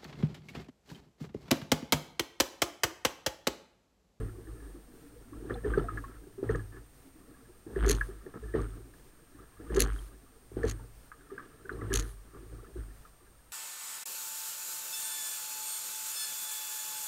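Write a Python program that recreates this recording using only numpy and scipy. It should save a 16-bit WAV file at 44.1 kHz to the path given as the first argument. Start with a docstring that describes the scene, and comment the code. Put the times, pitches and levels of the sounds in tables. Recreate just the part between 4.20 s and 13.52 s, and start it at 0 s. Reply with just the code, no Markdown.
"""A camera in a sealed case rides on the deck of a rowing shell and hears the boat through the hull.
First come soft knocks, made of short struck notes and noise; from 1.3 s blows come in busy groups and
the hull swings as two low wavering tones. From 2.84 to 3.29 s water gurgles in long faint notes. After hard
blows near 3.7, 5.6 and 7.7 s the case rattles in noisy cracks. Small parts ping and rub in between; the last
second or so is calmer. Throughout, filtered noise and tiny notes make water lap and gurgle under the deck,
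and the electronics add hiss and a thin whine."""
import sys
import numpy as np
from scipy import signal
from scipy.fft import rfft, irfft
from scipy.io import wavfile
from scipy.ndimage import uniform_filter1d

SR = 44100
rng = np.random.default_rng(int(sys.argv[2]) if len(sys.argv) > 2 else 0)


def wav_record(signal):
    """Record a signal, one row per channel, as 16-bit PCM in the file named by sys.argv[1]."""
    frames = np.transpose(np.atleast_2d(signal))
    bounded = np.clip(frames, -1, 1)
    # unit amplitude maps onto the largest positive 16-bit level
    quanta = np.round(bounded * 32767).astype(np.int16)
    wavfile.write(sys.argv[1], SR, quanta)


N = 411012

# Resonances of the deck panels: (frequency [Hz], nominal width [Hz], level [dB])
DECK_MODES = [(140, 71, -1), (291.2, 51.5, 3), (320, 51.5, 2.5), (391, 33.5, -1.5), (459.3, 29.6, -1),
              (697, 237, -17.5)]
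# Resonances of the rigger, which holds the oars: (frequency [Hz], nominal width [Hz], level [dB])
RIGGER_MODES = [(1170, 118, 1), (1340, 91, 0), (1680, 151, 1), (2860, 1220, -17.5)]
# Resonances of the plastic case: (frequency [Hz], nominal width [Hz], level [dB])
CASE_MODES = [(1800, 360, -5.5), (3060, 1100, -8), (4370, 340, -2.5), (6440, 540, 2), (10000, 280, 2.5),
              (11300, 280, -2.5), (12400, 950, -10), (15300, 920, -17)]
# Oars and seats knock; the long faint notes from 2.84 to 3.29 s are water gurgling:
# (time [s], note peak [dB], deck note [Hz], time to fade by 60 dB [s])
KNOCKS_AND_GURGLES = [(0.003, -36.5, 438, 0.064), (0.183, -39.5, 362, 0.041), (0.272, -45, 325, 0.11),
                      (0.548, -45, 341, 0.14), (1.123, -40, 293, 0.052), (1.223, -41.5, 306, 0.073),
                      (1.251, -38.5, 368, 0.038), (1.305, -29.5, 470, 0.056), (1.446, -25, 425, 0.11),
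                      (1.454, -30, 431, 0.11), (1.574, -16, 409, 0.038), (2.068, -44, 375, 0.045),
                      (2.177, -36.5, 389, 0.16), (2.228, -22.5, 373, 0.018), (2.294, -21, 435, 0.047),
                      (2.348, -29, 460, 0.047), (2.84, -53.5, 269, 0.27), (2.95, -54, 312, .16),
                      (3.069, -55, 266, 0.36), (3.285, -52.5, 364, 0.16), (3.464, -40.5, 328, 0.06),
                      (3.562, -24, 391, 0.052), (3.664, -22, 392, 0.096), (3.695, -21.5, 414, 0.06),
                      (3.887, -38, 374, 0.065), (4.063, -36.5, 384, 0.038), (4.225, -41.5, 431, 0.11),
                      (4.34, -25, 394, 0.034), (4.349, -18, 410, 0.027), (5.145, -48.5, 298, 0.081),
                      (5.399, -40, 320, 0.028), (5.503, -31, 376, 0.034), (5.55, -28, 387, 0.098),
                      (5.571, -17, 398, 0.066), (5.608, -30.5, 467, 0.054), (6.316, -41, 374, 0.024),
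                      (6.368, -23.5, 360, 0.017), (6.439, -20.5, 442, 0.047), (7.115, -37, 392, 0.099),
                      (7.447, -43, 387, 0.085), (7.515, -34, 388, 0.029), (7.616, -35.5, 435, 0.027),
                      (7.703, -29.5, 389, 0.13), (8.143, -50, 396, 0.096), (8.322, -51, 306, 0.2),
                      (8.324, -46, 450, 0.034), (8.43, -46, 438, 0.038), (8.557, -35.5, 359, 0.067)]
# Short pings of the rigger: (time [s], note peak [dB], middle pitch [Hz], time to fade by 60 dB [s])
PINGS = [(0.081, -55, 1720, .03), (0.089, -53, 1340, 0.056), (0.269, -51.5, 1750, 0.032),
         (1.131, -50.5, 1125, 0.058), (1.298, -33, 1340, 0.0059), (1.306, -37, 1750, 0.028),
         (1.353, -41, 764, .06), (1.383, -51.5, 1680, 0.037), (1.445, -38, 1750, 0.032),
         (1.502, -36, 1220, 0.023), (1.536, -29, 1554, 0.051), (1.575, -33, 1264, 0.049),
         (1.594, -39, 1340, 0.11), (1.64, -42, 684, 0.14), (1.684, -34, 1290, 0.071),
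         (1.691, -37.5, 1240, 0.099), (1.752, -59, 1470, .015), (1.773, -30, 1680, 0.041),
         (1.839, -38.5, 1097, 0.064), (2.291, -34, 1800, 0.026), (2.298, -41.5, 1313, 0.089),
         (2.347, -33, 1730, 0.015), (2.353, -43.5, 1230, 0.036), (2.392, -46.5, 1680, 0.091),
         (2.567, -45, 1680, 0.024), (3.559, -39, 1736, 0.039), (3.81, -25, 1664, 0.061),
         (4.063, -50.5, 1750, .025), (4.28, -52.5, 1706, 0.18), (4.338, -36.5, 1810, 0.023),
         (4.351, -42, 1790, 0.035), (4.357, -41, 1300, 0.11), (4.737, -55, 1680, 0.036),
         (5.499, -43.5, 1680, 0.05), (5.564, -27, 1760, 0.006), (5.655, -48, 770, 0.08),
         (6.432, -30, 1745, 0.026), (6.595, -52.5, 894, 0.086), (6.917, -38, 1420, 0.0041),
         (7.008, -54, 1540, 0.024), (7.1, -44, 1203, 0.066), (7.179, -35, 1580, 0.016),
         (7.194, -43, 1260, 0.049), (7.452, -47, 1520, 0.046), (7.493, -29, 1490, 0.016),
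         (7.612, -46, 1950, .03), (7.617, -40.5, 1270, 0.03), (7.702, -42.5, 1750, 0.05),
         (7.718, -36, 1680, 0.055), (8.146, -51, 1150, .04), (8.444, -49, 1300, 0.032),
         (8.85, -47, 1250, 0.041), (9.065, -57, 1625, 0.058)]
# High ticks of loose fittings: (time [s], peak [dB], note [Hz])
FITTING_TICKS = [(1.3407, -49, 3520), (1.3415, -51, 4080), (1.58, -54, 4500), (1.5963, -52, 3060),
                 (5.7884, -48.5, 3190), (7.5268, -55.5, 4100)]
# An oar sleeve rubs as it turns in its lock:
# (start [s], end [s], drive of rigger [dB], drive of deck [dB], note that sings [Hz])
RUBS = [(.34, 0.552, -72, -76, 1720), (1.87, 1.98, -59, -63, 1300), (2.517, 2.598, -61.5, -54.5, 1703),
        (3.458, 3.55, -70, -48.5, 1670), (4.136, 4.187, -52.5, -47, 1300), (5.159, 5.256, -64.5, -60, 1300),
        (5.386, 5.478, -78, -52, 1680), (7.582, 7.675, -59, -48, 1130), (8.131, 8.183, -64.5, -56, 1160)]
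# The camera hits its case, the clear cracks: (time [s], strength [dB])
CASE_HITS = [(2.31, -50), (2.357, -49), (3.6616, -35), (3.6802, -33), (3.6892, -27), (3.695, -21.5),
             (3.7073, -23.5), (3.713, -23), (3.727, -30.5), (3.7486, -36.5), (4.4154, -50), (5.546, -35),
             (5.562, -34.5), (5.566, -33), (5.5934, -27.5), (5.5987, -28), (5.603, -17.5), (5.6147, -26.5),
             (5.62, -23), (5.635, -38), (5.647, -41), (5.672, -49), (5.731, -50), (6.433, -48),
             (6.451, -46), (6.467, -43), (6.477, -43), (6.494, -37.5), (6.497, -32.5), (6.511, -35),
             (6.518, -43), (7.7295, -33), (7.7381, -22), (7.752, -29), (7.7563, -25), (7.772, -27.5),
             (7.789, -34.5), (7.7951, -29.5), (7.802, -34), (7.824, -41)]
# Small bounces between the cracks: (start [s], end [s], typical strength [dB])
CHATTER = [(3.662, 3.764, -52), (5.581, 5.638, -48), (6.47, 6.499, -44.5), (7.728, 7.807, -47)]
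# A faint fizz after hard blows: (start [s], end [s], strength [dB])
FIZZ = [(3.7, 3.93, -62.5), (5.677, 5.93, -64.5), (7.768, 7.96, -59.5)]
# Oars and rowers jolt the boat:
# (time [s], first hull mode [dB], second hull mode [dB], slosh under the deck [dB])
JOLTS = [(0.0, -37, -37, -40.5), (0.3, -43.5, -50.5, -54), (0.44, -41.5, -72, -55), (0.96, -55, -60, -64),
         (1.17, -46, -51.5, -58), (1.32, -39.5, -45, -39), (1.488, -31.5, -43, -40),
         (1.596, -36.5, -40.5, -42.5), (1.744, -41, -42.5, -44), (1.96, -49.5, -69, -73),
         (2.316, -32.5, -33.5, -41), (2.571, -52, -64, -55.5), (3.26, -59.5, -64, -60),
         (3.585, -33, -53, -45.5), (3.645, -25.5, -51, -38), (3.719, -28, -40.5, -39),
         (3.92, -58, -58, -48.5), (4.256, -41.5, -51, -51), (4.394, -31.5, -39, -41.5),
         (4.56, -52, -52.5, -49), (5.188, -57, -62.5, -71), (5.42, -50.5, -59, -67),
         (5.515, -37.5, -60, -56), (5.56, -29.5, -63, -38), (5.63, -29, -40.5, -38.5),
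         (5.715, -33.5, -58, -53), (6.375, -39.5, -57, -53), (6.462, -33, -37.5, -38),
         (6.617, -49.5, -58, -56), (7.549, -42, -50.5, -45), (7.655, -50, -39, -43.5),
         (7.747, -27, -40.5, -35.5), (8.19, -47.5, -59, -52), (8.331, -44.5, -51, -56),
         (8.592, -38.5, -48, -59)]
# Steady lapping along the hull: (time [s], level on the deck [dB], level on the rigger [dB])
LAPPING = [(0.0, -54, -73), (0.95, -56.5, -71), (1.55, -46, -72), (2.05, -61, -73), (2.7, -70, -82),
           (3.15, -56.5, -67.5), (3.5, -72, -79), (4.15, -58.5, -63), (4.65, -61.5, -77),
           (5.45, -71.5, -65), (6.0, -61.5, -71), (6.75, -73.5, -78), (7.2, -53.5, -57.5),
           (7.4, -62.5, -67), (8.0, -70, -68.5), (8.5, -56, -69), (9.32, -75, -75.5)]
# Colour of the hiss: (frequency [Hz], relative level [dB])
HISS_COLOUR = [(25, 3.5), (50, -5), (120, -6.5), (300, -16.5), (600, -16.5), (1500, -21.5), (3300, -27.5),
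               (8000, -28.5), (15800, -28), (16200, -75)]

HULL_HZ, SECOND_HZ = 51.5, 107.4  # middle pitches of the two hull modes
SWING_RISE, SWING_FALL = 260, 98.5  # dB per s up to and down from a peak
SWING_CALM_DB = -68  # level between jolts
SECOND_RISE, SECOND_FALL = 185, 96  # dB per s
SLOSH_RISE, SLOSH_FALL = 203, 147  # dB per s
SLOSH_TREBLE_DB = -11  # slosh on the rigger, relative to the deck
LEAD_S = 0.0017  # jolt levels peak this long before the listed times
CHATTER_PER_S = 170
TICK_T60 = 0.025  # s
HISS_DB = -62  # before the hull's loudness and the swells change it
WHINE_HZ, SWITCH_HZ = 8659, 33
EDGE_HZ = 17300  # upper limit of the sound


def gain_of(db):
    """Turn decibels into a plain multiplier."""
    return 10 ** (np.asarray(db) / 20)


def evened(x):
    """Scale to an average (rms) strength of 1."""
    return x / np.sqrt(np.mean(x ** 2) + 1e-20)


def curves(rows):
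    """Every column after the time, sample by sample."""
    s, *columns = np.transpose(rows)
    return [np.interp(np.arange(N) / SR, s, c) for c in columns]


def add(mix, s, sound):
    """Lay a sound into the mix from time s, cut off at the end."""
    part = mix[round(s * SR):][:len(sound)]
    part += sound[:len(part)]


def drift(per_s):
    """Slow random wander of rms 1, turning about per_s times a second."""
    low_pass = signal.butter(2, per_s, fs=SR, output="sos")
    return evened(signal.sosfilt(low_pass, rng.standard_normal(N)))


def body(x, modes):
    """Sum of resonances, each passed twice for steep skirts, neighbours in opposite phase."""
    out = 0
    for k, (hz, width, db) in enumerate(modes):
        # each pass is wider than the nominal width, as two passes narrow the peak
        b, a = signal.iirpeak(hz, hz / (2.03 * width), SR)
        once = signal.lfilter(b, a, x)
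        out = out + (-1) ** k * gain_of(db) * signal.lfilter(b, a, once)
    return out


def ring(hz, t60, rise, sag=0.):
    """One struck note of peak 1 with a soft start; its pitch sinks by the share sag over t60."""
    t = np.arange(0, 3.1 * t60, 1 / SR)
    fade = (1 - np.exp(-t / rise)) ** 2 * gain_of(-60 * t / t60)
    turns = hz * t * (1 + sag * (.25 - t / t60 / 2))
    note = fade * np.sin(2 * np.pi * turns)
    return note / abs(note).max()


def hull():
    """Two bending modes swing as slightly unsteady tones, and the mount creaks along."""
    db = swing_db()
    second_db = jolted(column=2, rise=SECOND_RISE, fall=SECOND_FALL, calm_db=-np.inf)

    climb = uniform_filter1d(np.gradient(db) * SR, size=4000)  # dB per s
    # the pitch is high while the boat is being pushed
    turns = np.cumsum(HULL_HZ + .03 * climb + 2.2 * drift(per_s=10.11)) / SR
    flutter_db = 2.5 * drift(per_s=12.)
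    push = gain_of(db + flutter_db) * np.sqrt(2) * np.sin(2 * np.pi * turns)
    swing = body(push, [(HULL_HZ + 3, 30, 0.)])  # the hull cannot follow sudden changes

    second_turns = np.cumsum(SECOND_HZ + 4 * drift(per_s=5.)) / SR
    waver_db = 3 * drift(per_s=45.)
    second = np.sqrt(2) * gain_of(second_db + waver_db) * np.sin(2 * np.pi * second_turns)
    return swing + second + creak(turns, db)


def creak(turns, db):
    """The mount creaks for a few milliseconds every half cycle, as the swing passes through its middle."""
    uneven_db = 1.5 * drift(per_s=60.) - 2 * (turns % 1 > .5)
    crossings = np.diff(np.floor(2 * turns), prepend=0) * gain_of(uneven_db)
    wide_db = uniform_filter1d(db, size=2600)
    ticks = crossings * gain_of(1.58 * (wide_db + 16.5))  # slack is only taken up by wide swings

    every_sixth = np.arange(N) % 6 == 0
    grain = np.convolve(np.sign(rng.standard_normal(N)) * every_sixth, np.hanning(9), "same")
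    scrape = np.convolve(ticks, np.hanning(190), "same") * grain
    click = np.convolve(ticks, np.hanning(15), "same")  # one dull click within the scrape
    modes = [(1300, 424, 3.0), (1750, 520, -4.0), (3160, 480, -8), (6700, 330, -27)]
    return gain_of(-9.0) * body(0.83 * scrape + 1.17 * click, modes)


def swing_db():
    """Level of the first hull mode, before its flutter."""
    return jolted(column=1, rise=SWING_RISE, fall=SWING_FALL, calm_db=SWING_CALM_DB)


def jolted(column, rise, fall, calm_db):
    """Level in dB that climbs to each jolt's peak and dies away, powers added over a calm level."""
    t = np.arange(0, N + 64, 64) / SR  # every 64th sample is enough
    jolts = np.array(JOLTS)
    late = t + LEAD_S - jolts[:, :1]
    db = jolts[:, column, None] - np.where(late < 0, -rise * late, fall * late)
    power = (gain_of(db) ** 2).sum(0) + gain_of(calm_db) ** 2
    return np.interp(np.arange(N) / SR, t, 10 * np.log10(power))


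def knocks_and_gurgles():
    """Each knock or gurgle sounds one note; a burst of noise with it wakes deck panels and rigger."""
    notes, burst = np.zeros((2, N))
    t = np.arange(SR // 4) / SR
    for s, db, hz, t60 in KNOCKS_AND_GURGLES:
        add(notes, s, gain_of(db) * ring(hz, t60, rise=0.0016 + 0.022 * t60))
        add(burst, s, gain_of(db - 60 * t / 0.21) * np.minimum(t / 0.0066, 1))
    burst *= rng.standard_normal(N)
    return notes + gain_of(7.5) * body(burst, DECK_MODES) + gain_of(-14.5) * body(burst, RIGGER_MODES)


def rattle():
    """Noisy cracks of a few milliseconds in the plastic case, hard ones brighter, and a faint fizz."""
    t = np.arange(SR // 2) / SR
    bounces = []
    for start, end, db in CHATTER:
        for s in np.arange(start, end, 1 / CHATTER_PER_S):
            bounces.append((s + rng.random() / CHATTER_PER_S, db + 5.3 * rng.standard_normal()))

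    blow = (t / 0.0013 * np.exp(1 - t / 0.00098)) ** 2
    tail = gain_of(-4.0 - 60 * t / 0.024) * (1 - np.exp(-t / 0.00098))
    contact, snaps, fizz = np.zeros((3, N))
    for s, db in CASE_HITS + bounces:
        add(contact, s, gain_of(db) * (blow + tail))
    for s, db in CASE_HITS:
        # one clean snap, which only stands out in the hardest blows
        add(snaps, s + .001, gain_of([2.6 * db + 39]))
    for start, end, db in FIZZ:
        add(fizz, start, gain_of(db) * np.sqrt(np.hanning(round((end - start) * SR))))
    fizz *= gain_of(3 * drift(per_s=200.))

    noise = rng.standard_normal((3, N))
    grit = gain_of(0.38 * drift(per_s=4600.0)) * noise  # surfaces chatter in many tiny cracks
    # a stiffer contact reaches the higher modes
    hard = contact * (contact * gain_of(27.0) + 1e-9) ** 0.79
    low_cracks = gain_of(8) * body(contact * grit[0], CASE_MODES[:4])
    high_cracks = gain_of(3.0) * body(hard * grit[0], CASE_MODES[4:])

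    through_air = gain_of(-4.0) * body(contact * grit[1], [(6660, 4200, 0.)])
    dull = signal.butter(6, 13000, fs=SR, output="sos")
    through_air = signal.sosfilt(dull, through_air)  # the case wall stops the highest treble
    fizzing = body(fizz * noise[2], [(3600, 1200, 1), (6250, 600, 0.85), (10200, 1500, 7.0)])
    return low_cracks + high_cracks + body(snaps, CASE_MODES[1:]) + through_air + fizzing


def pings():
    """Struck rigger notes waver and sink, with short noise puffs in nearby modes; fittings tick."""
    notes, puff, ticks = np.zeros((3, N))
    t = np.arange(SR // 8) / SR
    for s, db, hz, t60 in PINGS:
        add(notes, s, gain_of(db) * ring(hz, t60, rise=0.0012, sag=0.053))
        add(puff, s, gain_of(db - 60 * t / 0.095) * np.minimum(t / 0.0005, 1))
    for s, db, hz in FITTING_TICKS:
        add(ticks, s, gain_of(db) * ring(hz, TICK_T60, rise=0.00092))
    notes *= 1 + .3 * drift(per_s=120.)  # wavering strength
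    puffs = gain_of(4.0) * body(puff * rng.standard_normal(N), RIGGER_MODES[:3])
    return notes + ticks + puffs


def rubs():
    """Dense uneven slips drive the rigger, where one note sings out, and through it the deck."""
    slips = rng.standard_normal(N) * gain_of(3 * drift(per_s=150.))
    rigger = evened(body(slips, RIGGER_MODES[:3]))
    deck = evened(body(slips, DECK_MODES))
    out = np.zeros(N)
    for start, end, rigger_db, deck_db, hz in RUBS:
        span = slice(round(start * SR), round(end * SR))
        sings = evened(body(slips[span], [(hz, 45, 0.)]))
        on_rigger = gain_of(rigger_db) * (0.81 * rigger[span] + 0.89 * sings)
        sound = on_rigger + gain_of(deck_db) * deck[span]
        add(out, start, signal.windows.tukey(len(sound), .3) * sound)
    return out


def water():
    """Gurgles and lumpy wash drive the deck panels and the rigger."""
    deck_db, rigger_db = curves(LAPPING)
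    slosh = gain_of(jolted(column=3, rise=SLOSH_RISE, fall=SLOSH_FALL, calm_db=-np.inf))
    lumps_db = [4.4 * drift(per_s=17.0), 2.3 * drift(per_s=38.0)]
    wash = rng.standard_normal((2, N)) * gain_of(lumps_db)

    deep = gurgle(235.2, 484.3, per_s=45., t60=0.094, spread_db=1.5)
    low = evened(body(wash[0], DECK_MODES)) + evened(body(deep, DECK_MODES))
    trickle = gurgle(1050, 1900, per_s=70., t60=.045, spread_db=3.5, sag=-.2)  # pitch glides up
    high = evened(body(wash[1], RIGGER_MODES)) + 0.98 * evened(body(trickle, RIGGER_MODES))

    # lapping and slosh add as powers
    deck_level = np.hypot(gain_of(deck_db), slosh)
    rigger_level = np.hypot(gain_of(rigger_db), gain_of(SLOSH_TREBLE_DB) * slosh)
    return deck_level * evened(low) + rigger_level * evened(high)


def gurgle(lo_hz, hi_hz, per_s, t60, spread_db, sag=0.):
    """Air pockets of uneven size under the hull ping at random, each on one steady or gliding pitch."""
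    starts = rng.random(N) < per_s / SR
    size = gain_of(spread_db * np.minimum(rng.exponential(1, N), 4)) * starts
    pitches = np.geomspace(lo_hz, hi_hz, num=16)
    which = rng.integers(len(pitches), size=N)
    out = np.zeros(N)
    for k, hz in enumerate(pitches):
        out += signal.oaconvolve(size * (which == k), ring(hz, t60, t60 / 12, sag))[:N]
    return evened(out)


def electronics():
    """Hiss that swells once a second, and a whine with a switching phase; both rise with the hull."""
    t, hz = np.arange(N) / SR, np.fft.rfftfreq(N, 1 / SR)
    f, db = np.transpose(HISS_COLOUR)
    colour = gain_of(np.interp(np.log(hz + 1), np.log(f), db))
    hiss = evened(irfft(rfft(rng.standard_normal(N)) * colour, N))
    swelling = abs((t - .82 + .5) % 1.0 - .5) < .08
    swell_db = 2.4 * uniform_filter1d(1. * swelling, size=900)

    loud = uniform_filter1d(swing_db(), size=4000)
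    switch = 1.0 * np.sign(np.sin(2 * np.pi * SWITCH_HZ * t))  # phase jumps to and fro, in radians
    whine_db = -68.0 + 0.41 * np.maximum(loud + 55, 0)
    whine = gain_of(whine_db) * np.sin(2 * np.pi * WHINE_HZ * t + switch)
    return gain_of(HISS_DB + swell_db + 0.088 * (loud + 82)) * hiss + whine


def scene():
    """All the layers together, as one channel."""
    boat = hull() + knocks_and_gurgles() + rattle() + pings() + rubs()
    return (boat + water() + electronics())[None]


def record(dry):
    """A low-pass filter takes away the highest treble."""
    low_pass = signal.firwin(127, EDGE_HZ, window=("kaiser", 9), fs=SR)
    return signal.oaconvolve(dry, low_pass[None], "same")


dry = scene()
out = record(dry)
wav_record(out)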